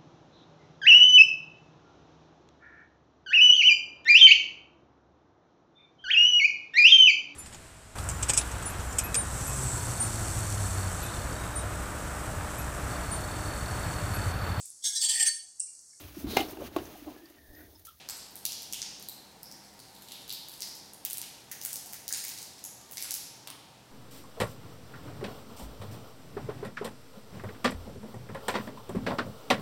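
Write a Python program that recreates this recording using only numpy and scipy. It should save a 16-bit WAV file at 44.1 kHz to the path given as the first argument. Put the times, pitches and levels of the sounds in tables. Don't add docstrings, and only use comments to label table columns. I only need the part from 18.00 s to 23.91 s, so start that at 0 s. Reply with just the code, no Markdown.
import sys
import numpy as np
from scipy import signal
from scipy.fft import rfft, irfft
from scipy.io import wavfile

SR = 44100
rng = np.random.default_rng(int(sys.argv[2]) if len(sys.argv) > 2 else 0)


def wrap_up_sound(samples):
    columns = np.atleast_2d(samples).T
    tamed = np.clip(columns, -1, 1)
    steps = np.round(tamed * 32767).astype(np.int16)
    wavfile.write(sys.argv[1], SR, steps)


def volts_from_decibels(level):
    exponent = np.asarray(level, float) / 20
    return 10 ** exponent


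N = 260833
LEAD = 16384
PLACES = 4


def skin():
    flake_hz = 170
    direct, around = np.zeros(N + LEAD), np.zeros((PLACES, N + LEAD))
    cracks_and_bounces(direct, around)
    pops_and_rings(direct, around)
    rustle(direct, around)
    return thin(direct, flake_hz), thin(around, flake_hz)


# start in seconds, snap energy in dB, snap resonance in Hz,
# energy rung into the hand hollow in dB. Energies precede the hand and flake filters.
CRACK_AND_BOUNCE_ROWS = [(.0887, -16.5, 11000, -10), (.0974, -19, 12000, -30), (.1691, -22, 8500, -30),
                         (.1944, -30, 8000, -19.5), (.3087, -31, 15000, -36), (.3561, -17, 13000, -45.5),
                         (.3799, -33, 12100, -35), (.4304, -35, 11300, -44), (.4522, -5.5, 11200, -13),
                         (.4539, -6, 14200, -7), (.5211, -20, 12100, -9), (.6213, -18.5, 14000, -19.5),
                         (.7259, -13, 9250, -12.5), (.7341, -9.5, 7460, -23), (.8182, -14.5, 5500, -7),
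                         (.9978, -24, 11300, -31), (1.0259, -21.5, 11500, -25),
                         (1.0869, -11.5, 13700, -18.5), (1.1168, -38, 11300, -23.5),
                         (1.4125, -41, 13000, -45), (1.4317, -18, 10600, -23), (1.4575, -43, 6000, -21),
                         (1.4756, -44, 6000, -31), (1.5142, -26, 10800, -19.5), (1.6396, -35, 5750, -24),
                         (1.7918, -32.5, 9800, -23.5), (1.9417, -39, 11300, -34),
                         (1.9546, -57, 10500, -24.5), (2.0126, -36.5, 10500, -26),
                         (2.0769, -42, 9750, -19.5), (2.1112, -33, 13400, -12.5), (2.209, -37, 6760, -36),
                         (2.2793, -26, 11300, -22), (2.2949, -18, 7260, -13), (2.3041, -29, 5970, -7.5),
                         (2.3143, -31, 7400, -23), (2.3259, -14.5, 10300, -17), (2.3355, -20, 11500, -30),
                         (2.4856, -19, 14000, -38), (2.5183, -26, 12100, -39), (2.6056, -17.5, 10700, -21),
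                         (2.6209, -16, 15100, -7), (2.643, -32, 9200, -31), (2.7527, -24.5, 11300, -35),
                         (2.7682, -30, 11200, -30), (2.935, -22.5, 9600, -47), (3.0505, -2.5, 13600, -36),
                         (3.0554, -25, 14500, -14), (3.1009, -13, 8500, -36), (3.1091, -12, 9700, -21),
                         (3.1315, -6, 14000, -19), (3.1344, -18, 9800, -22), (3.1722, -13, 11300, -21),
                         (3.1822, -10, 10500, -40), (3.2158, -13, 9900, -17), (3.2297, -34, 9200, -18.5),
                         (3.515, -12, 12100, -21), (3.5186, -12, 13000, -15.5), (3.6147, -15, 11000, -12.5),
                         (3.6292, -24, 12000, -24), (3.6361, -14, 10300, -20), (3.6504, -5, 12400, -38),
                         (3.7077, -26, 11300, -22), (3.7307, -9.5, 8900, -36), (3.7578, -10.5, 11400, -9),
                         (3.8607, -22, 10200, -35), (3.8983, -28, 15000, -43), (3.9272, -19, 15000, -35),
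                         (3.9333, -12.5, 14800, -16.5), (4.08, -10, 11300, -10.5),
                         (4.0934, -25, 11200, -26), (4.1073, -31, 8600, -28), (4.1264, -4.5, 7100, -28),
                         (4.1382, -15.5, 7800, -5.5), (4.1725, -13, 14000, -22), (4.2406, -13, 12100, -30),
                         (4.2824, -14.5, 14100, -13.5), (4.377, -24, 12100, -15),
                         (4.4188, -22, 10300, -19.5), (4.5824, -40, 9500, -21.5), (4.6407, -13, 7100, -14),
                         (4.6513, -32.5, 8750, -47), (4.8045, -41, 6260, -25), (4.9124, -17.5, 14000, -42),
                         (4.9212, -24, 10800, -40), (4.9568, -28, 11300, -37), (4.9716, -16, 10000, -7),
                         (5.0075, -16, 13100, -28), (5.0249, -10, 7700, -33), (5.1084, -7, 13800, -7),
                         (5.1408, -7, 10600, -14), (5.4734, -18, 7300, -19.5), (5.4763, -24, 9700, -24),
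                         (5.5023, -17.5, 8400, -23)]


def cracks_and_bounces(direct, around):
    facing_db, facing_slope = -24.5, 0.19
    hollow_direct_db, hollow_shade = -3, .6
    click = np.eye(1, 256)[0]
    frays = tears(len(CRACK_AND_BOUNCE_ROWS), fray_s=.0005, fray=.2)
    for k, (start_s, snap_db, snap_hz, hollow_db) in enumerate(CRACK_AND_BOUNCE_ROWS):
        away_db = hands(start_s, column=3) - facing_slope * (snap_db - facing_db)
        snap = tick(thin(frays[k], 0.68 * snap_hz), snap_hz, 0.76, snap_db)
        hollow = tick(click, hands(start_s, column=1), hands(start_s, column=2), hollow_db)
        hollow_gain = volts_from_decibels(hollow_direct_db - hollow_shade * away_db)
        add(direct, start_s, snap + hollow_gain * hollow)
        add(around[k % PLACES], start_s, volts_from_decibels(away_db) * snap + hollow)


# start in seconds, energy sent into the room in dB before the flake filter,
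# resonance in Hz, sharpness Q of each of two passes.
POP_AND_RING_ROWS = [(-.05, -14.5, 2940, 0.83), (.0887, -17, 1500, 0.56), (.0974, -12.5, 7770, 7.2),
                     (.0887, -14, 11800, 7.5), (.4539, -18.5, 2880, 3.1), (.4522, -12, 5740, 5.5),
                     (.5211, -20, 3500, 6.3), (.7341, -10.5, 3170, 2.1), (.8182, -19.5, 2330, 1.1),
                     (1.54, -30, 1940, 5.1), (2.621, -26.5, 2000, 5), (3.0507, -14.5, 3280, 1.1),
                     (3.1091, -24, 3200, 0.92), (3.2297, -17.5, 2950, 1), (3.514, -19, 1890, 2.9),
                     (3.515, -16.5, 6140, 3.8), (3.6504, -18, 2410, 0.45), (3.6592, -12, 10200, 3.4),
                     (3.933, -22.5, 2050, 1.4), (4.1072, -16.5, 1700, 2.4), (4.1382, -17.5, 2420, 1.9),
                     (4.2406, -19, 2100, 4.2), (4.6407, -19, 6200, 3.9), (4.9716, -17, 2250, 2.8),
                     (5.0443, -15.5, 2280, 0.35), (5.1408, -14, 5450, 6.7), (5.473, -22.5, 836, 0.94),
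                     (5.49, -27.5, 270, 4), (5.4763, -26.5, 2630, 1.2), (5.503, -23, 1120, 2.6)]


def pops_and_rings(direct, around):
    click = np.eye(1, 512)[0]
    for k, (start_s, energy_db, hz, q) in enumerate(POP_AND_RING_ROWS):
        ring = tick(click, hz, q, energy_db)
        add(direct, start_s, volts_from_decibels(-7.5) * ring)
        add(around[k % PLACES], start_s, ring)


def rustle(direct, around):
    grains_per_s = 250
    count = int(grains_per_s * (N + LEAD) / SR)
    when, size, colour = rng.random((count, 3)).T
    when_s = (when * (N + LEAD) - LEAD) / SR
    grain_db = rustle_db(when_s) - 2.5 * np.log(1 - size)
    hollow_hz, hollow_q = hands(when_s, column=1), hands(when_s, column=2)
    for k, tear in enumerate(tears(count, fray_s=0.0006, fray=0.91)):
        bright = tick(tear, 7000 + 5600.0 * colour[k], 0.56, grain_db[k])
        hollow = tick(tear, hollow_hz[k], hollow_q[k], grain_db[k] - 16.5)
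        add(direct, when_s[k], bright + hollow)
        add(around[k % PLACES], when_s[k], bright + hollow)


# peak time in seconds, least grain energy at the peak in dB.
PULL_ROWS = [(.4, -40), (1.1, -59), (2.3, -59), (2.63, -31), (3.19, -33.5), (3.69, -30), (3.9, -39.5),
             (4.28, -28), (4.6, -43), (4.97, -34), (5.13, -29)]


def rustle_db(s):
    rise_db_s, fall_db_s, idle_db, put_down_s = 94, 91, -47.5, 5.36
    peak_s, peak_db = np.transpose(PULL_ROWS)[:, :, None]
    slope_db = np.where(s < peak_s, rise_db_s * (peak_s - s), fall_db_s * (s - peak_s))
    pulls_db = peak_db - slope_db
    idle = idle_db - fall_db_s * np.clip(s - put_down_s, 0, .25)
    return np.maximum(pulls_db.max(axis=0), idle)


# time in seconds, hollow resonance in Hz, sharpness Q of the hollow,
# turn away from the microphone in dB before the crack's own facing is added.
HAND_ROWS = [(0, 5000, 2, 5), (.45, 4330, 1.9, 3.5), (.55, 5500, 1.2, 6.5), (.82, 5230, 2, 3),
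             (1.0, 4100, 6.1, 0.5), (1.15, 4130, 5.1, 6), (1.42, 5160, 7.1, -1), (1.55, 5350, 1.9, 7.5),
             (1.8, 4450, 4, 8.5), (2.1, 3700, 1.6, 18), (2.3, 4180, 1.9, 5), (2.6, 5010, 2.5, 4),
             (3.05, 5600, 0.98, 3), (3.22, 4900, 0.93, 0), (3.5, 6100, 0.45, 5), (3.76, 6470, 1.4, 5),
             (4.1, 4860, 1.5, 7), (4.4, 5100, 1.34, 9.5), (4.97, 5150, 1.3, 8), (5.12, 5900, 1.25, 6),
             (5.47, 3440, 1.04, -0.5)]


def hands(s, column):
    return np.interp(s, *np.transpose(HAND_ROWS)[[0, column]])


def tears(count, fray_s, fray):
    finger_ms, finger_echo = (.2, .8), .35
    t = np.arange(256) / SR
    out = fray * rng.standard_normal((count, len(t))) * np.exp(-t / fray_s)
    out[:, 0] = 1
    bounce = (rng.uniform(*finger_ms, count) * SR / 1000).astype(int)
    out[np.arange(count), bounce] += finger_echo
    return out


def tick(pulse, hz, q, energy_db):
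    y = band(band(pulse, hz, hz / q), hz, hz / q)
    return y * volts_from_decibels(energy_db) / np.sqrt(np.sum(y ** 2))


def thin(x, hz):
    return signal.lfilter(*signal.butter(3, hz, "high", fs=SR), x)


def band(x, hz, width_hz):
    hz = min(hz, .4 * SR)
    return signal.lfilter(*signal.iirpeak(hz, max(hz / width_hz, .3), fs=SR), x)


def level(x, db):
    return x * volts_from_decibels(db) / np.sqrt(np.mean(x ** 2))


def add(out, start_s, sound):
    i = int(start_s * SR) + LEAD
    out[i:i + len(sound)] += sound[:len(out) - i]


# delay in ms, level in dB re the straight path.
TABLE_BOUNCES = [(1.8, -10.5), (3.8, -13)]


def table():
    clutter_db, clutter_s = -32, .004
    t = np.arange(512) / SR
    out = volts_from_decibels(clutter_db) * rng.standard_normal(len(t)) * np.exp(-t / clutter_s)
    out[0] = 1
    for delay_ms, db in TABLE_BOUNCES:
        out[int(delay_ms * SR / 1000)] += volts_from_decibels(db)
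    return out


# delay in ms, energy in dB.
WALL_ECHOES = [(8.8, -9), (10.2, -10), (11.7, -18), (14.2, -22), (19.0, -20), (24.0, -23), (32.0, -22)]
# band centre in Hz, 60 dB decay time in seconds.
ROOM_DECAY = [(700, 1.04), (1500, 0.82), (3000, 1.11), (5000, 1.06), (8000, 0.72), (12000, 0.56),
              (16000, 0.25)]


def kitchen():
    room_db, room_start_s = -34.5, 0.0097
    echo_blur_s, echo_bright = .00012, .5
    t = np.arange(SR + SR // 2) / SR
    hz = np.fft.rfftfreq(len(t), 1 / SR)
    noise = rfft(rng.standard_normal(len(t)))
    centres_hz, t60s = np.transpose(ROOM_DECAY)
    out = np.zeros(len(t))
    for k, t60_s in enumerate(t60s):
        share = np.interp(hz, centres_hz, np.arange(len(centres_hz)) == k)
        out += irfft(noise * share, len(t)) * volts_from_decibels(-60 * t / t60_s)
    out *= volts_from_decibels(room_db) * np.clip(t / room_start_s, 0, 1) ** 3
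    for delay_ms, db in WALL_ECHOES:
        blur = rng.standard_normal(64) * np.exp(-t[:64] / echo_blur_s)
        blur = signal.lfilter([1, -echo_bright], 1, blur)
        i = int(delay_ms * SR / 1000)
        out[i:i + len(blur)] += volts_from_decibels(db) * blur / np.sqrt(np.sum(blur ** 2))
    return out


# frequency in Hz, relative density in dB per Hz.
VENT_SPECTRUM = [(15, -60), (25, -70), (43, -8.5), (149, -2), (206, -7.5), (236, -4), (277, -1), (439, -5),
                 (531, -4.5), (962, -10.5), (1070, -11), (1890, -12), (2550, -14), (4250, -13.5),
                 (16000, -26)]
# frequency in Hz, width in Hz, rms level in dB.
VENT_DRONES = [(152, 41, -70), (776, 100, -65), (916, 42, -68)]
# start in seconds, length in seconds, frequency in Hz, width in Hz,
# rms level in dB before the swell.
DISTANT_TONES = [(3.82, .17, 760, 220, -59), (4.76, .16, 1190, 90, -66)]


def air():
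    t = np.arange(N) / SR
    hz = np.fft.rfftfreq(N, 1 / SR) + 1
    shape_hz, shape_db = np.transpose(VENT_SPECTRUM)
    shape = volts_from_decibels(np.interp(np.log(hz), np.log(shape_hz), shape_db))
    out = level(irfft(rfft(rng.standard_normal(N)) * shape, N), -57.5)
    for f_hz, width_hz, db in VENT_DRONES:
        out += level(band(rng.standard_normal(N), f_hz, width_hz), db)
    deep_db = -71 - 3.5 * t
    upper_db = -82 + 2.5 * t
    hum_db = -71.5 + 5.5 * np.exp(-((t - 1.35) / 1) ** 2)
    for f_hz, width_hz, db in ((54, 12, deep_db), (121.5, 5, upper_db), (201.5, 16, hum_db)):
        out += volts_from_decibels(db) * level(narrow_noise(f_hz, width_hz), 0)
    for start_s, length_s, f_hz, width_hz, db in DISTANT_TONES:
        swell = np.sin(np.pi * np.clip((t - start_s) / length_s, 0, 1))
        out += swell * level(narrow_noise(f_hz, width_hz), db)
    return out


def narrow_noise(hz, width_hz):
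    return band(band(rng.standard_normal(N), hz, width_hz), hz, width_hz)


def scene():
    direct, around = skin()
    heard = signal.fftconvolve(direct, table())[:N + LEAD]
    for place in around:
        heard += signal.fftconvolve(place, kitchen())[:N + LEAD]
    return (heard[LEAD:] + air())[None]


def roll_off(x):
    return signal.sosfilt(signal.butter(12, 16990, fs=SR, output="sos"), x)


def record(dry):
    mic_hz, top_hz = 16000, 16000
    x = signal.lfilter(*signal.butter(2, mic_hz, fs=SR), dry)
    x = signal.sosfilt(signal.ellip(8, .2, 60, top_hz, fs=SR, output="sos"), x)
    return roll_off(x)


dry = scene()
out = record(dry)
wrap_up_sound(out)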